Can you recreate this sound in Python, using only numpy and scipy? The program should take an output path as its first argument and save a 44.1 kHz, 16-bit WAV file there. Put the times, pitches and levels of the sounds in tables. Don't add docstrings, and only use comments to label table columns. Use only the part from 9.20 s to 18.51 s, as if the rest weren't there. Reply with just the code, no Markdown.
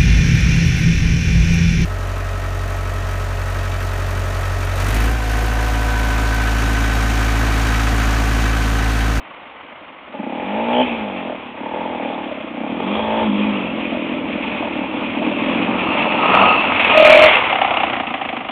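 import sys
import numpy as np
from scipy import signal
from scipy.fft import rfft, irfft, next_fast_len
from scipy.io import wavfile
from scipy.ndimage import uniform_filter1d, map_coordinates

SR = 44100
rng = np.random.default_rng(int(sys.argv[2]) if len(sys.argv) > 2 else 0)


def store_wav(level_fs):
    pcm = np.round(np.clip(np.atleast_2d(level_fs), -1, 1) * 32767)
    wavfile.write(sys.argv[1], SR, pcm.T.astype(np.int16))


N = 410571
TIME = np.arange(N) / SR

# time in seconds, firings per second.
FIRING_RATE = [(0.0, 11.42), (0.88, 11.39), (0.96, 19.26), (1.1, 35.12), (1.25, 47.1), (1.38, 55.4),
               (1.52, 60.01), (1.63, 63.19), (1.7, 59.53), (1.9, 49.58), (2.1, 41.08), (2.34, 31.77),
               (2.45, 36.53), (2.62, 44.88), (2.76, 39.87), (3.03, 37.84), (3.3, 28.24), (3.42, 32.05),
               (3.6, 43.86), (3.76, 54.16), (3.9, 54.72), (4.01, 56.29), (4.13, 50.46), (4.28, 53.13),
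               (4.5, 43.87), (4.8, 40.33), (4.97, 42.72), (5.3, 40.49), (5.53, 37.03), (5.82, 40.23),
               (6.08, 38.95), (6.3, 44.51), (6.55, 46.95), (6.8, 41.69), (6.98, 40.18), (7.21, 50.47),
               (7.34, 42.52), (7.52, 43.12), (7.72, 38.43), (7.9, 41.45), (8.04, 44.9), (8.22, 34.7),
               (8.55, 31.98), (8.85, 28.62), (9.31, 23.93)]
# start and length in seconds, change of bark and of boom in dB.
TWISTS = [(0.948, .69, 8, 1), (1.752, 0.2, -0.5, -3.5), (2.159, 0.22, -8.5, -5.5), (2.409, 0.3, 2.5, 4),
          (2.712, .34, 3, 4), (3.091, 0.24, -2, -2.5), (3.386, 0.35, 5, 3), (3.771, 0.28, 8.5, -4.5),
          (4.058, .25, 3, 3), (4.689, 0.49, -5.5, 1), (5.993, 0.42, -2, 3), (7.03, 0.95, -4, 1),
          (7.636, .41, 6.5, 2.5), (8.079, 0.21, -2.5, -2)]
# time in seconds, added roughness from 0 to 1.
STRAIN = [(3.5, 0), (4.3, .04), (4.7, .12), (6.2, .12), (7.2, .25), (7.8, .1), (8.4, .01)]
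# time in seconds, dB against a normal firing.
POPS = [(8.572, 3.5), (8.604, 1.5), (8.635, 4), (8.801, 1.5), (8.835, -8), (8.978, -7), (9.169, 3),
        (9.21, -1.5)]
# time in seconds, base levels of boom, bark and clatter in dB.
DRIVE_BY = [(.8, -45.5, -51, -38), (1.0, -24.5, -33.5, -39.5), (1.3, -28.5, -31.5, -35),
            (1.9, -25.5, -26, -34.5), (2.45, -30, -26.5, -38.5), (2.68, -30.5, -25.5, -40.5),
            (3.2, -26, -28.5, -34.5), (4.6, -21, -34.5, -31.5), (5.45, -22.5, -27.5, -29),
            (6.0, -21, -31.5, -28.5), (6.9, -19.5, -22, -24), (7.5, -27, -26, -19.5),
            (7.72, -28.5, -22, -14), (7.8, -29.5, -23.5, -14), (8.02, -32.5, -21.5, -12.5),
            (8.4, -32, -17, -16.5), (8.85, -27, -20.5, -22.5), (9.3, -30, -26.5, -24.5)]
# time in seconds, share heard from behind from 0 to 1.
REAR_SHARE = [(7.3, 0), (8.1, 0), (8.35, .97), (9.3, 1)]
# time in seconds, flutter strength in dB (0 wavers by about 2 dB).
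CHOKE = [(3.3, -6), (4.5, 7.5), (6.2, 0.5), (7, -16.5)]

# time in seconds, pitch in Hz.
BARK_PEAK_PITCH = [(1.15, 813), (1.6, 883), (2.15, 726), (2.44, 954), (2.83, 790), (3.001, 878),
                   (3.131, 634), (3.599, 840), (4.0, 918)]
CASING_PITCH = [(5.6, 2470), (6.7, 2560), (7.349, 2690), (7.8, 2460), (7.952, 2320), (8.15, 2056)]

# frequency in Hz, relative level in dB.
CREEK_COLOUR = [(24, -51), (40, -13.5), (130, -12), (229, -3.5), (307, -2), (419, -5.5), (530, 0),
                (698, 0.5), (1140, 2), (1650, -7), (2130, -2.5), (3210, -8.5), (3690, -18.5), (4310, -37),
                (5600, -62), (9480, -120)]
BOOM_COLOUR = [(15, -77), (110, -25.5), (160, -15), (215, -0.5), (270, 2.5), (330, -1), (390, -17),
               (500, -10.5), (610, -5), (720, -24.5), (1200, -67.5)]
FRONT_BARK_COLOUR = [(60, -55.5), (250, -24), (340, -2.5), (400, -5), (470, 3), (540, 2), (620, 7),
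                     (720, -8.5), (810, -5), (890, -1.5), (1020, -14), (1300, -26.5), (1700, -15),
                     (3300, -35.5), (4400, -61)]
REAR_BARK_COLOUR = [(60, -52.5), (250, -15.5), (420, -19.5), (550, -3.5), (660, 3.5), (780, 13), (900, -2),
                    (1200, 0), (1500, -10.5), (2700, 1), (3500, -12), (4400, -45.5)]
CLATTER_COLOUR = [(60, -50.5), (500, -6.5), (900, -4), (1250, -4), (1550, -8), (1900, -5.5), (2200, 0),
                  (2480, 0), (2750, -0.5), (3000, -5), (3350, -6.5), (3700, -16), (4400, -40)]
RUMBLE_COLOUR = [(12, -43.5), (45, -10), (80, -3), (130, -3), (250, -26.5), (600, -61.5)]
SPRAY_COLOUR = [(20, -55.5), (400, 10.5), (1100, 7.5), (1600, -9), (2500, -11.5), (3300, 1), (3800, -15.5),
                (4400, -41)]
SPLASH_COLOUR = [(300, -36.5), (1200, -19.5), (2600, 0.5), (3400, -12.5), (4400, -39)]
GRAVEL_COLOUR = [(20, -53.5), (160, -9), (320, -4.5), (430, -6), (650, 1), (1000, 2), (1300, 0),
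                 (1600, -15), (2600, -11.5), (4400, -43.5)]

# time in seconds, base level in dB.
RUMBLE_LEVEL = [(0, -61.5), (2.5, -53.5), (4.2, -50), (7.3, -44.5), (9.3, -40.5)]
SPRAY_LEVEL = [(1.1, -40.5), (1.4, -40.5), (3.3, -33), (3.9, -34), (5, -34.5), (6.2, -29), (7.4, -46)]
GRAVEL_LEVEL = [(3.6, -44.5), (5.9, -44.5), (6.7, -26.5), (7.22, -17), (7.5, -23), (8.3, -18), (9.3, -25)]
CHAIN_LEVEL = [(5.2, -41), (6.55, -39.5), (6.7, -27), (6.95, -28), (7.3, -17.5), (7.42, -22.5), (7.6, -48)]
INTAKE_LEVEL = [(7.6, -32), (7.74, -21), (7.775, -6), (7.92, -6.3), (8.06, -6.5), (8.09, -14), (8.14, -28)]

# pitch in Hz, width in Hz, relative level in dB.
LINK_MODES = [(2660, 300, 0)]
AIRBOX_MODES = [(619, 58, 16.5), (312, 60, 5), (2440, 170, 7)]

# start and length in seconds, level in dB, pitch in Hz.
RASPS = [(1.535, .105, -29, 3100), (1.595, .17, -33.5, 2480), (3.67, .57, -41, 3280),
         (4.33, .19, -35, 2660)]
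# start in seconds, base level in dB, centre pitch in Hz.
SPLASHES = [(3.625, -29, 2900), (3.69, -25, 2570), (4.05, -28, 2000), (4.225, -20.5, 2560),
            (5.38, -25, 2650), (5.8, -29.5, 2600), (6.3, -21.5, 2590), (6.68, -22, 2650)]
# start in seconds, base level in dB.
GLUGS = [(4.468, -17), (4.72, -17), (4.748, -16), (5.097, -16), (5.18, -18), (5.428, -12), (5.452, -17),
         (6.018, -13), (6.062, -16), (6.118, -13), (6.282, -13)]
# start and length in seconds, level in dB.
STEEL_RINGS = [(6.994, .36, -18.5), (7.696, 0.19, -18.5)]
# start in seconds, relative level in dB.
KNOCKS = [(7.15, 4), (7.224, -1), (7.256, 1.5), (7.441, -3), (7.521, -3.5)]

CRUISE_HZ, TOP_SPEED_HZ = 40, 62.6
WRIST_S = .04


def amp(db):
    return 10 ** (np.asarray(db) / 20)


def unit(x):
    return x / np.sqrt(np.mean(x ** 2) + 1e-20)


def curves(rows):
    times, *columns = np.transpose(rows)
    return [np.interp(TIME, times, column) for column in columns]


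def swell(rows):
    outside = np.maximum(rows[0][0] - TIME, 0) + np.maximum(TIME - rows[-1][0], 0)
    return amp(curves(rows)[0] - 120 * outside)


def gate(start, length, fade):
    return np.clip(np.minimum(TIME - start, start + length - TIME) / fade + .5, 0, 1)


def wobble(rate):
    return map_coordinates(rng.standard_normal(int(N * rate / SR) + 4), [TIME * rate])


def coloured(x, colour, size=8192):
    hz, db = np.transpose(colour)
    log_gain = np.log(amp(np.interp(np.log(np.fft.rfftfreq(size, 1 / SR) + 1), np.log(hz), db)))
    cepstrum = irfft(log_gain) * (1 + np.sign(size / 2 - np.arange(size)))
    response = irfft(np.exp(rfft(cepstrum)))[:size // 2]
    return unit(signal.oaconvolve(x, response)[:N])


def resonate(x, modes):
    t = TIME[:SR // 4]
    ring = sum(amp(db) * width * np.exp(-np.pi * width * t) * np.cos(2 * np.pi * hz * t)
               for hz, width, db in modes)
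    return unit(signal.oaconvolve(x, ring)[:N])


def peaked(x, pitches, width_hz, peak_db, waver_hz):
    turn = np.exp(2j * np.pi * np.cumsum(curves(pitches)[0] + waver_hz * wobble(13)) / SR)
    keep = np.exp(-np.pi * width_hz / SR)
    ring = 2 * (turn * signal.lfilter([1 - keep], [1, -keep], x / turn)).real
    return unit(x + (amp(peak_db) - 1) * ring)


def doublings(speed):
    return np.log2(speed / CRUISE_HZ)


def creek():
    ripple_db = 1.7 * wobble(120) + .4 * wobble(3)
    return amp(-38.5) * coloured(rng.standard_normal(N) * amp(ripple_db), CREEK_COLOUR)


def roughness(speed):
    ragged = np.minimum(.06 * (CRUISE_HZ / speed) ** 2.2, .4)
    return np.clip(ragged + curves(STRAIN)[0], 0, 1)


def firings(cycles, rough, scatter_db, limp_db):
    at = np.flatnonzero(np.diff(np.floor(cycles)) > 0)
    db = scatter_db * np.sqrt(rough[at]) * rng.standard_normal(len(at))
    db += limp_db * (-1) ** np.arange(len(at))
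    for start, pop_db in POPS:
        db[np.argmin(np.abs(at / SR - start))] = pop_db
    return unit(np.bincount(at, amp(db) * np.sqrt(np.gradient(at)), N))


def gusts(kicks, life_s, floor):
    power = signal.lfilter([1], [1, -np.exp(-2 / (life_s * SR))], kicks ** 2)
    return unit(np.sqrt(power / power.mean() + floor) * rng.standard_normal(N))


def puffs(kicks, rough, life_s, floor):
    share = np.clip(rough, 0, 1)
    return np.sqrt(1 - share) * kicks + np.sqrt(share) * gusts(kicks, life_s, floor)


def pipe(x, round_trip_s, bounce):
    size = next_fast_len(N + SR // 4)
    delay = np.exp(-2j * np.pi * np.fft.rfftfreq(size, 1 / SR) * round_trip_s)
    return irfft(rfft(x, size) * (delay - bounce) / (1 - bounce * delay), size)[:N]


def boom(cycles, rough):
    thumps = firings(cycles, rough, scatter_db=2.5, limp_db=-.74)
    gas = puffs(thumps, 2.38 * rough, life_s=.02, floor=.08)
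    return coloured(pipe(gas, round_trip_s=.003686, bounce=.42), BOOM_COLOUR)


def bark(cycles, rough):
    kicks = firings(cycles, rough, scatter_db=6, limp_db=-.5)
    front = puffs(kicks, .4 * rough, life_s=.008, floor=.05)
    front = coloured(pipe(front, round_trip_s=.0036, bounce=.74), FRONT_BARK_COLOUR)
    front = peaked(front, BARK_PEAK_PITCH, width_hz=100, peak_db=10.5, waver_hz=24)
    front *= amp(2 * swell(CHOKE) * wobble(13))
    back = puffs(kicks, 3 * rough, life_s=.006, floor=.002)
    back = coloured(pipe(back, round_trip_s=.003, bounce=.58), REAR_BARK_COLOUR)
    rear, = curves(REAR_SHARE)
    return amp(-2.5) * np.sqrt(1 - rear) * front + amp(-.3) * np.sqrt(rear) * back


def drone(cycles):
    return np.sqrt(2) * np.sin(8 * np.pi * cycles + .15 * wobble(45)) * amp(1.8 * wobble(55))


def exhaust(cycles, rough, speed, twist_bark_db, twist_boom_db):
    gain_hz_per_s = uniform_filter1d(np.gradient(speed), round(WRIST_S * SR)) * SR
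    opening = np.clip(gain_hz_per_s / 7, 0, 1)
    flat_out = np.exp(np.minimum(speed - TOP_SPEED_HZ, 0) / 3.2)
    boom_db, bark_db, _ = curves(DRIVE_BY)
    boom_db += twist_boom_db + 1.5 * doublings(speed)
    bark_db += twist_bark_db + 3.5 * doublings(speed) + 7 * opening * flat_out
    too_slow_db = 2.5 * np.maximum(52 - speed, 0)
    drone_db = boom_db - 2.5 + 11 * flat_out - too_slow_db
    return (amp(boom_db - 3) * boom(cycles, rough) + amp(bark_db) * bark(cycles, rough)
            + amp(drone_db) * drone(cycles))


def ticking(cycles):
    at = np.flatnonzero(np.diff(np.floor(6 * cycles)) > 0)
    return unit(np.bincount(at, amp(2.4 * rng.standard_normal(len(at))), N))


def clatter(cycles, rough, speed, ticks, twist_boom_db):
    kicks = firings(cycles, rough, scatter_db=6, limp_db=4.5)
    rattle = gusts(kicks, life_s=.043, floor=.57) + amp(-1.5) * gusts(ticks, life_s=.0039, floor=.051)
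    casing = peaked(coloured(rattle, CLATTER_COLOUR), CASING_PITCH, width_hz=150, peak_db=5, waver_hz=70)
    db = curves(DRIVE_BY)[2] - .5 + 6 * doublings(speed) + .11 * twist_boom_db
    db -= 4 * curves(REAR_SHARE)[0]
    return amp(db + 1.2 * wobble(18) + wobble(4.4)) * casing


def wheels(speed):
    rumble = swell(RUMBLE_LEVEL) * amp(2) * coloured(rng.standard_normal(N), RUMBLE_COLOUR)
    drops = rng.standard_normal(N) * amp(3.2 * wobble(300) + 1.5 * wobble(12))
    spray = swell(SPRAY_LEVEL) * coloured(drops, SPRAY_COLOUR)
    grit = rng.standard_normal(N) * amp(2.7 * wobble(200))
    crunch = swell(GRAVEL_LEVEL) * coloured(grit, GRAVEL_COLOUR)
    return amp(16 * doublings(speed)) * (rumble + spray + crunch)


def bank_echo(x, decay_s=.18, rise_s=.025):
    t = TIME[:SR // 2]
    tail = rng.standard_normal(len(t)) * amp(-60 * t / decay_s) * (1 - np.exp(-t / rise_s))
    return signal.oaconvolve(x, tail / np.linalg.norm(tail))[:N]


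def rasp(cycles, speed, lead_cycles=.3, rise_s=.0032):
    age = (cycles + lead_cycles) % 1 / speed
    burst = unit(age * np.exp(-age / rise_s) * amp(1.2 * wobble(60)))
    smear = 1.15 * wobble(420)
    tones = sum(amp(db) * gate(start, length, WRIST_S) * np.sin(2 * np.pi * hz * age + smear)
                for start, length, db, hz in RASPS)
    return np.sqrt(2) * burst * tones


def splashes(decay_s=.087, rise_s=.015):
    slaps = np.zeros(N)
    for start, db, _ in SPLASHES:
        age = np.maximum(TIME - start, 0)
        slaps += amp(db - 60 * age / decay_s) * (1 - np.exp(-age / rise_s))
    drops = coloured(rng.standard_normal(N) * amp(5.1 * wobble(430)), SPLASH_COLOUR)
    pitches = [(start, hz) for start, _, hz in SPLASHES]
    return slaps * peaked(drops, pitches, width_hz=220, peak_db=13, waver_hz=30)


def glugs(bubble_hz=614, decay_s=.058, rise_s=.0014):
    bubbles, t = np.zeros(N), TIME[:SR // 10]
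    fade = amp(-60 * t / decay_s) * (1 - np.exp(-t / rise_s))
    for start, db in GLUGS:
        hz = bubble_hz * (1 + .094 * rng.standard_normal())
        bubbles[round(start * SR):][:len(t)] += amp(db) * fade * np.sin(2 * np.pi * hz * t)
    return bubbles


def chain(ticks):
    rattle = gusts(ticks, life_s=.0043, floor=.1)
    return swell(CHAIN_LEVEL) * resonate(resonate(rattle, LINK_MODES), LINK_MODES)


def steel_ring(pitch_hz=1258, waver_hz=7):
    level = sum(amp(db) * gate(start, length, fade=.015) for start, length, db in STEEL_RINGS)
    phase = 2 * np.pi * np.cumsum(pitch_hz + waver_hz * wobble(40)) / SR
    return level * np.sin(phase) * amp(2.5 * wobble(45))


def knocks(pitches_hz=(720, 830, 1400, 2300), decay_s=.018, rise_s=.00063):
    blows, t = np.zeros(N), TIME[:SR // 10]
    fade = amp(4 - 60 * t / decay_s) * (1 - np.exp(-t / rise_s))
    ring = fade * np.mean([np.cos(2 * np.pi * hz * t) for hz in pitches_hz], axis=0)
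    for start, db in KNOCKS:
        blows[round(start * SR):][:len(t)] += amp(db) * ring
    return blows


def intake(cycles, rough):
    gulps = firings(cycles, rough, scatter_db=1.5, limp_db=0)
    air = puffs(gulps, .04, life_s=.008, floor=.2)
    return swell(INTAKE_LEVEL) * resonate(resonate(air, AIRBOX_MODES), AIRBOX_MODES)


def scene():
    twist_bark_db, twist_boom_db = sum(np.outer(changes_db, gate(start, length, WRIST_S))
                                       for start, length, *changes_db in TWISTS)
    speed, = curves(FIRING_RATE)
    cycles = .09 + np.cumsum(speed) / SR
    rough, ticks = roughness(speed), ticking(cycles)
    quad = (exhaust(cycles, rough, speed, twist_bark_db, twist_boom_db)
            + clatter(cycles, rough, speed, ticks, twist_boom_db) + wheels(speed) + rasp(cycles, speed)
            + splashes() + glugs() + chain(ticks) + steel_ring() + knocks() + intake(cycles, rough))
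    echo_db = np.interp(TIME, [6, 8], [-13, -18])
    return (quad + amp(echo_db) * bank_echo(quad) + creek())[None]


def low_pass(x, hz):
    size = next_fast_len(N + SR // 4)
    return irfft(rfft(x, size) * (np.fft.rfftfreq(size, 1 / SR) < hz), size)[..., :N]


def record(dry):
    squeezed = dry / (1 + (np.abs(dry) / 1.09) ** 6) ** (1 / 6)
    clipped = np.clip(low_pass(squeezed, hz=4463), -1, 1)
    return low_pass(clipped, hz=17000)


dry = scene()
out = record(dry)
store_wav(out)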